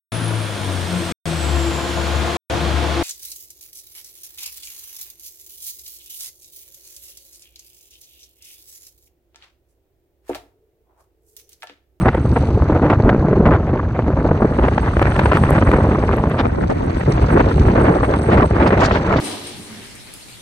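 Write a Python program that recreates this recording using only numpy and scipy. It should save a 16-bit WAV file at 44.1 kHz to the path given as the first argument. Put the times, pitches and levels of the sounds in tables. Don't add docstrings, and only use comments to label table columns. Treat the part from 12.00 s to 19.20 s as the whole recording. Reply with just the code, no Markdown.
import sys
import numpy as np
from scipy import signal
from scipy.fft import rfft, irfft, next_fast_len
from scipy.io import wavfile
from scipy.ndimage import uniform_filter1d, minimum_filter1d

SR = 44100
rng = np.random.default_rng(int(sys.argv[2]) if len(sys.argv) > 2 else 0)


def output_pcm(signal):
    pcm = np.clip(np.atleast_2d(signal).T, -1, 1) * 32767
    wavfile.write(sys.argv[1], SR, np.round(pcm).astype(np.int16))


N = 317608

# (time [s], rumble [dB], roar [dB], roar brightness [dB per octave])
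WIND_STRENGTH = [(0, -11, -23, 1), (.12, -20, -28.5, 4.5), (0.299, -14.5, -24.5, -2.5),
                 (.84, -18, -22, -1.5), (1.301, -17, -19, -3.5), (1.649, -18, -21, -2),
                 (1.96, -18, -28.5, 1), (2.251, -17, -20.5, -3), (2.89, -16, -23.5, 2),
                 (3.35, -12, -17.5, 2.5), (3.83, -16, -16, -0.5), (4.291, -19, -19.5, 0),
                 (4.449, -17.5, -24, 2.5), (4.598, -20.5, -22.5, -2.5), (5.05, -20, -24, 2),
                 (5.25, -13.5, -19.5, 1), (6.26, -20, -18, -1), (6.8, -17, -15.5, 2),
                 (7.05, -18.5, -19, 0.5), (7.2, -14, -10, 2.5)]
# (middle [s], half-length [s], rumble change [dB], roar change [dB])
GUSTS_AND_LULLS = [(1.583, 0.017, -12, -3), (2.397, 0.02, -10.5, -0.5), (5.347, 0.049, 1, 7),
                   (6.489, 0.025, -4, -12), (1.064, 0.028, 8, 7), (1.521, 0.065, 5.5, 6.5),
                   (5.62, 0.062, 6.5, -2), (5.82, 0.11, -0.5, 6), (6.377, 0.08, 11, 5.5)]
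# (frequency [Hz], relative level [dB])
RUMBLE_TONE = [(15, -34.5), (30, -9.5), (55, 11), (100, 9), (200, 0), (400, -9.5), (800, -68.5)]
# (time [s], level [dB], half-length [s], brightness [dB per octave])
EDDY_BURSTS = [(0.065, -4, 0.015, -1), (.086, 4.5, 0.005, 2), (0.151, -10, 0.0077, -0.5),
               (0.181, -17, 0.0077, -0.5), (0.367, -4.5, 0.01, -0.5), (0.762, -9, 0.019, -1.5),
               (0.843, -7.5, 0.031, -2), (.906, -6.5, 0.011, 3.5), (0.933, -5.5, 0.0083, -0.5),
               (1.002, -1.5, 0.0038, -3.5), (1.095, 6, 0.0044, 2), (1.251, -15, 0.006, -8),
               (1.335, -9, 0.0089, -2), (1.408, -7, 0.0053, -5.5), (1.464, -6, 0.015, 1.5),
               (1.511, -14.5, 0.0052, 3.5), (1.547, -11.5, 0.018, 1.5), (1.737, -14, 0.0097, -3),
               (1.794, -21, 0.0015, -2), (2.077, -13, 0.023, -4.5), (2.254, -4, 0.0034, -6.5),
               (2.314, 5.5, 0.0048, -3.5), (2.424, 2.5, 0.0063, -3.5), (2.45, -4.5, 0.0068, -4.5),
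               (2.591, -8, 0.0087, -0.5), (2.639, -10.5, 0.025, 0.5), (2.685, -7, 0.006, 2),
               (2.781, 9, 0.0029, 2.5), (2.969, -1.5, 0.0025, 0.5), (2.995, -15, 0.0014, 7),
               (3.017, 6.5, 0.0035, 0.5), (3.027, -5.5, 0.0039, 5.5), (3.056, -6, 0.0021, 3.5),
               (3.164, -15.5, 0.00091, 7.5), (3.194, 4, 0.0038, 6), (3.26, -5, 0.0054, 4),
               (3.32, 13, 0.0042, 3), (3.333, 11, 0.0018, 3), (3.372, 3.5, 0.0025, 5),
               (3.438, -1, 0.0033, 1.5), (3.508, 5.5, 0.0012, -2.5), (3.583, -5, 0.0047, 1.5),
               (3.625, 0.5, 0.0042, 1.5), (3.716, 1, 0.0023, 3.5), (3.74, -4, 0.01, 0),
               (3.789, -6, 0.0036, -4.5), (4.239, -3, 0.0014, -1.5), (4.4, -8, 0.017, 2.5),
               (4.456, -2, 0.0041, 1.5), (4.706, -9, 0.013, 0.5), (5.087, -11.5, 0.018, -6),
               (5.359, -3.5, 0.0095, -6), (5.404, -1, 0.012, 1), (5.686, -6, 0.0067, 0.5),
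               (5.782, -2.5, 0.0096, -0.5), (5.897, -5.5, 0.028, -2.5), (6.034, -2.5, 0.006, 0),
               (6.047, -9, 0.0059, 2.5), (6.14, -6, .004, 3.5), (6.33, -7.5, 0.021, 5),
               (6.379, 0, 0.0097, 3), (6.426, 7.5, 0.0067, 1.5), (6.511, -9, 0.0036, -2),
               (6.617, -6, 0.028, 2.5), (6.672, -4, 0.015, 1.5), (6.707, -4.5, .003, 3),
               (6.731, -5.5, 0.015, 0.4), (6.828, -4, 0.022, 5), (6.912, 11.5, 0.004, 2.5),
               (6.96, -9.5, 0.019, 4)]
# (frequency [Hz], relative level [dB])
EDDY_TONE = [(40, -10.5), (120, 0), (300, 0.5), (600, -4), (1200, -13.5), (2000, -20.5), (3200, -37),
             (6000, -61), (10000, -70), (16000, -110)]
# (frequency [Hz], left-right likeness [0 to 1], right port's lead [radians])
EDDY_STEREO = [(765, 0.53, -3.5), (1440, 0.46, -1), (2420, 0.1, 3.5), (3300, 0.57, 4.5), (5000, 0.55, 6)]
# (time [s], rush along the car [dB], port hiss [dB])
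AIR_LEVELS = [(0, -47, -50), (.14, -53, -61), (0.401, -43.5, -49.5), (.54, -47, -66), (1.9, -53.5, -83.5),
              (2.499, -47.5, -58.5), (3.001, -43.5, -52), (3.401, -43, -44), (3.9, -45, -54),
              (4.5, -50, -58), (5.1, -42, -56), (5.551, -41.5, -53), (6.2, -44, -48.5), (6.6, -44.5, -51.5),
              (7.2, -40, -59)]
# (frequency [Hz], relative level [dB])
RUSH_TONE = [(800, 10.5), (2000, 11.5), (3100, 9.5), (4200, 8), (6500, 1.5), (9000, -12.5), (11500, -40),
             (14000, -39), (16000, -56)]
# (frequency [Hz], left-right likeness [0 to 1])
RUSH_STEREO = [(2500, 0.55), (5000, 0.87), (7300, 0.63), (9200, .4)]
# (frequency [Hz], relative level [dB])
HISS_TONE = [(7700, -51.5), (8050, 3), (9000, -5), (10500, -16.5), (12000, -39.5)]
# (time [s], boost [dB])
HISS_FLARES = [(5.11, 9.9), (5.36, 8.7), (5.82, 4.7), (6.062, 4.2), (6.25, 7.5)]
# (time [s], level [dB])
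BRIGHT_TICKS = [(.1486, -39), (3.018, -23), (3.1914, -26), (3.37, -28), (3.5045, -17), (3.7153, -25),
                (4.1664, -38), (4.2967, -37)]
# (time [s], level [dB], half-length [s], centre frequency [Hz])
GUST_RASPS = [(4.399, -29, 0.014, 2850), (4.705, -43, .005, 4970), (6.676, -32.5, 0.01, 3460),
              (6.812, -32.5, 0.012, 4500), (6.851, -28, 0.019, 4200), (6.861, -24.5, 0.0025, 4600),
              (6.94, -34, 0.042, 3300), (7.173, -33, 0.012, 3480)]
# (frequency [Hz], relative level [dB])
HIGH_HISS_TONE = [(11800, -11), (13300, -2), (14600, -9), (15500, -23)]
# (time [s], corner frequency [Hz])
BASS_CORNER = [(0, 1215), (2, 1206), (2.499, 725), (4.4, 875), (4.47, 211), (4.75, 188), (5.05, 407),
               (7.2, 653)]

TIME = np.arange(N) / SR
FRAME_S, FRAME_TIME = 32 / SR, np.arange(N // 32 + 5) * 32 / SR


def gain_of(db):
    return 10 ** (np.asarray(db) / 20)


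def unit_level(x):
    return x / np.sqrt(np.mean(abs(x) ** 2) + 1e-20)


def look_up(points, hz, column=1):
    table = np.transpose(points)
    return np.interp(np.log(hz + 1), np.log(table[0] + 1), table[column])


def colour(x, tone):
    size = next_fast_len(N)
    gain = unit_level(gain_of(look_up(tone, np.fft.rfftfreq(size, 1 / SR))))
    return irfft(rfft(x, size) * gain, size)[..., :N]


def wander(low_hz, high_hz, slope, count=N, step_s=1 / SR):
    hz = np.fft.rfftfreq(count, step_s)
    shape = (hz > low_hz) / (hz + low_hz) ** slope / (1 + (hz / high_hz) ** 2)
    return unit_level(irfft(rfft(rng.standard_normal(count)) * shape, count))


def gust_db(t, column):
    return sum(row[column] * np.exp(-((t - row[0]) / row[1]) ** 4) for row in GUSTS_AND_LULLS)


def rumble():
    times, db = np.transpose(WIND_STRENGTH)[:2]
    lumps_db = 2.6 * wander(8.3, 33, slope=0.39)
    lumpy = unit_level(colour(rng.standard_normal(N), RUMBLE_TONE) * gain_of(lumps_db))
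    return lumpy * gain_of(np.interp(TIME, times, db) + gust_db(TIME, column=2))


def tearing(crackle_db, top_hz):
    wobble = wander(20, top_hz, slope=0.18)
    return unit_level(gain_of(crackle_db * (wobble + 0.28 * wobble ** 2)))


def port_noise(power, crackle_db, stereo, lead, cracks=0):
    real, imaginary = rng.standard_normal((power.shape[1], 65, 2, 2)).T
    spectra = real + 1j * imaginary
    white = signal.istft(spectra, nperseg=128, noverlap=96)[1]
    shaped = signal.istft(spectra * np.sqrt(power), nperseg=128, noverlap=96)[1][:, :N] / np.std(white)
    crackle = [tearing(crackle_db, top_hz=380), tearing(0.73 * crackle_db, top_hz=91)]
    size = next_fast_len(N)
    left, right_only = rfft(shaped * crackle + cracks, size)
    hz = np.fft.rfftfreq(size, 1 / SR)
    likeness = np.clip(look_up(stereo, hz), 0, 1)
    right = likeness * np.exp(1j * lead(hz)) * left + np.sqrt(1 - likeness ** 2) * right_only
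    return irfft([left, right], size)[:, :N]


def small_eddies():
    t = FRAME_TIME
    octaves = np.log2(np.clip(np.fft.rfftfreq(128, 1 / SR)[:, None], 150, 6000) / 700)
    times, _, roar_db, tilt_db = np.transpose(WIND_STRENGTH)
    ragged_db = (2.0 + 0.53 * octaves) * wander(3.6, 88, slope=0.8, count=len(t), step_s=FRAME_S)
    patches = uniform_filter1d(rng.standard_normal((len(t), 65)), size=16, axis=0)
    patches = unit_level(uniform_filter1d(patches, size=3, axis=1)).T
    wind_db = np.interp(t, times, roar_db) + gust_db(t, column=3) + np.interp(t, times, tilt_db) * octaves
    power = gain_of(wind_db + ragged_db + 3.22 * patches) ** 2
    cracks = np.zeros((2, N))
    for (peak_s, db, half_s, bright_db), sign in zip(EDDY_BURSTS, rng.choice([-1, 1], len(EDDY_BURSTS))):
        near = slice(*np.searchsorted(t, [peak_s - .06, peak_s + .06]))
        width_s = half_s * np.where(t[near] < peak_s, 0.68, 1)
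        swell = 0.79 * np.exp(-((t[near] - peak_s) / width_s) ** 2)
        burst_db = db + bright_db * octaves
        power[:, near] += (gain_of(burst_db) * swell) ** 2
        at = round((peak_s - .6 * half_s) * SR)
        cracks[0, at:at + 128] += sign * np.fft.fftshift(irfft(gain_of(burst_db[:, 0] + 19)))
    roar = port_noise(power, crackle_db=2.8, stereo=EDDY_STEREO, cracks=cracks,
                      lead=lambda hz: look_up(EDDY_STEREO, hz, column=2))
    return colour(roar, EDDY_TONE)


def air_rush(delay_s=0.0004866):
    times, db, _ = np.transpose(AIR_LEVELS)
    flutter_db = 2.0 * wander(10, 41, slope=0.24, count=len(FRAME_TIME), step_s=FRAME_S)
    power = gain_of(np.interp(FRAME_TIME, times, db) + flutter_db) ** 2 * np.ones((65, 1))
    rush = port_noise(power, crackle_db=2.66, stereo=RUSH_STEREO,
                      lead=lambda hz: -2 * np.pi * hz * delay_s)
    return colour(rush, RUSH_TONE)


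def port_hiss(flicker_db, flare_s=0.033):
    times, _, db = np.transpose(AIR_LEVELS)
    hiss = unit_level(colour(rng.standard_normal(N), HISS_TONE) * gain_of(flicker_db))
    flares_db = sum(boost * np.exp(-((TIME - at_s) / flare_s) ** 2) for at_s, boost in HISS_FLARES)
    return hiss * gain_of(np.interp(TIME, times, db) + flares_db) * np.array([[.12], [1]])


def ticks():
    t, out = np.arange(200) / SR, np.zeros((2, N + 200))
    blip = np.exp(-((t - .0015) / 0.0003) ** 2)
    for (time_s, db), noise in zip(BRIGHT_TICKS, rng.standard_normal((len(BRIGHT_TICKS), 3, 200))):
        at = round(time_s * SR)
        out[:, at:at + 200] += gain_of(db) * (noise[0] + 1.6 * noise[1:]) * blip
    return signal.sosfilt(signal.butter(2, [7000, 13000], "band", fs=SR, output="sos"), out)[:, :N]


def rasps():
    t, hz = np.arange(-4096, 4096) / SR, np.fft.rfftfreq(8192, 1 / SR) + 1
    out = np.zeros((2, N + 8192))
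    for peak_s, db, half_s, centre_hz in GUST_RASPS:
        noise = rng.standard_normal((3, 8192))
        tone = gain_of(-18 * np.log2(hz / centre_hz) ** 2)
        band = unit_level(irfft(rfft(noise[0] + 1.4 * noise[1:]) * tone))
        at = round(peak_s * SR) - 4096
        out[:, at:at + 8192] += gain_of(db) * band * np.exp(-(t / half_s) ** 2)
    return out[:, :N]


def high_hiss(flicker_db, middle_s=5.55, half_s=0.82, db=-70):
    hiss = unit_level(colour(rng.standard_normal(N), HIGH_HISS_TONE) * gain_of(.8 * flicker_db))
    return hiss * gain_of(db) * np.exp(-((TIME - middle_s) / half_s) ** 4)


def scene():
    wind = rumble() + small_eddies() + air_rush()
    flicker_db = 4.34 * wander(3.1, 80, slope=0.23)
    return wind + port_hiss(flicker_db) + high_hiss(flicker_db) + rasps() + ticks()


def record(dry):
    hz, t, (mid, side) = signal.stft([dry[0] + dry[1], dry[0] - dry[1]], SR, nperseg=1024)
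    times, corner_hz = np.transpose(BASS_CORNER)
    ratio = hz[:, None] / np.interp(t, times, corner_hz) + 1e-9
    width = 1 / (1 + ratio ** -3.5) / (1 + (ratio / 0.68) ** -12)
    mid = mid - 1j * np.sqrt(1 - width ** 2) * side
    pair = signal.istft([mid + width * side, mid - width * side], SR, nperseg=1024)[1][:, :N] / 2
    peak = -minimum_filter1d(-abs(pair).max(0), size=181)
    gain = np.minimum(1, (.8 / (peak + 1e-9)) ** .9)
    limited = pair * uniform_filter1d(uniform_filter1d(gain, size=91), size=91)
    treble_cut = signal.firwin(511, cutoff=15800, window=("kaiser", 9), fs=SR)
    return signal.oaconvolve(limited, treble_cut[None], "same")


dry = scene()
out = record(dry)
output_pcm(out)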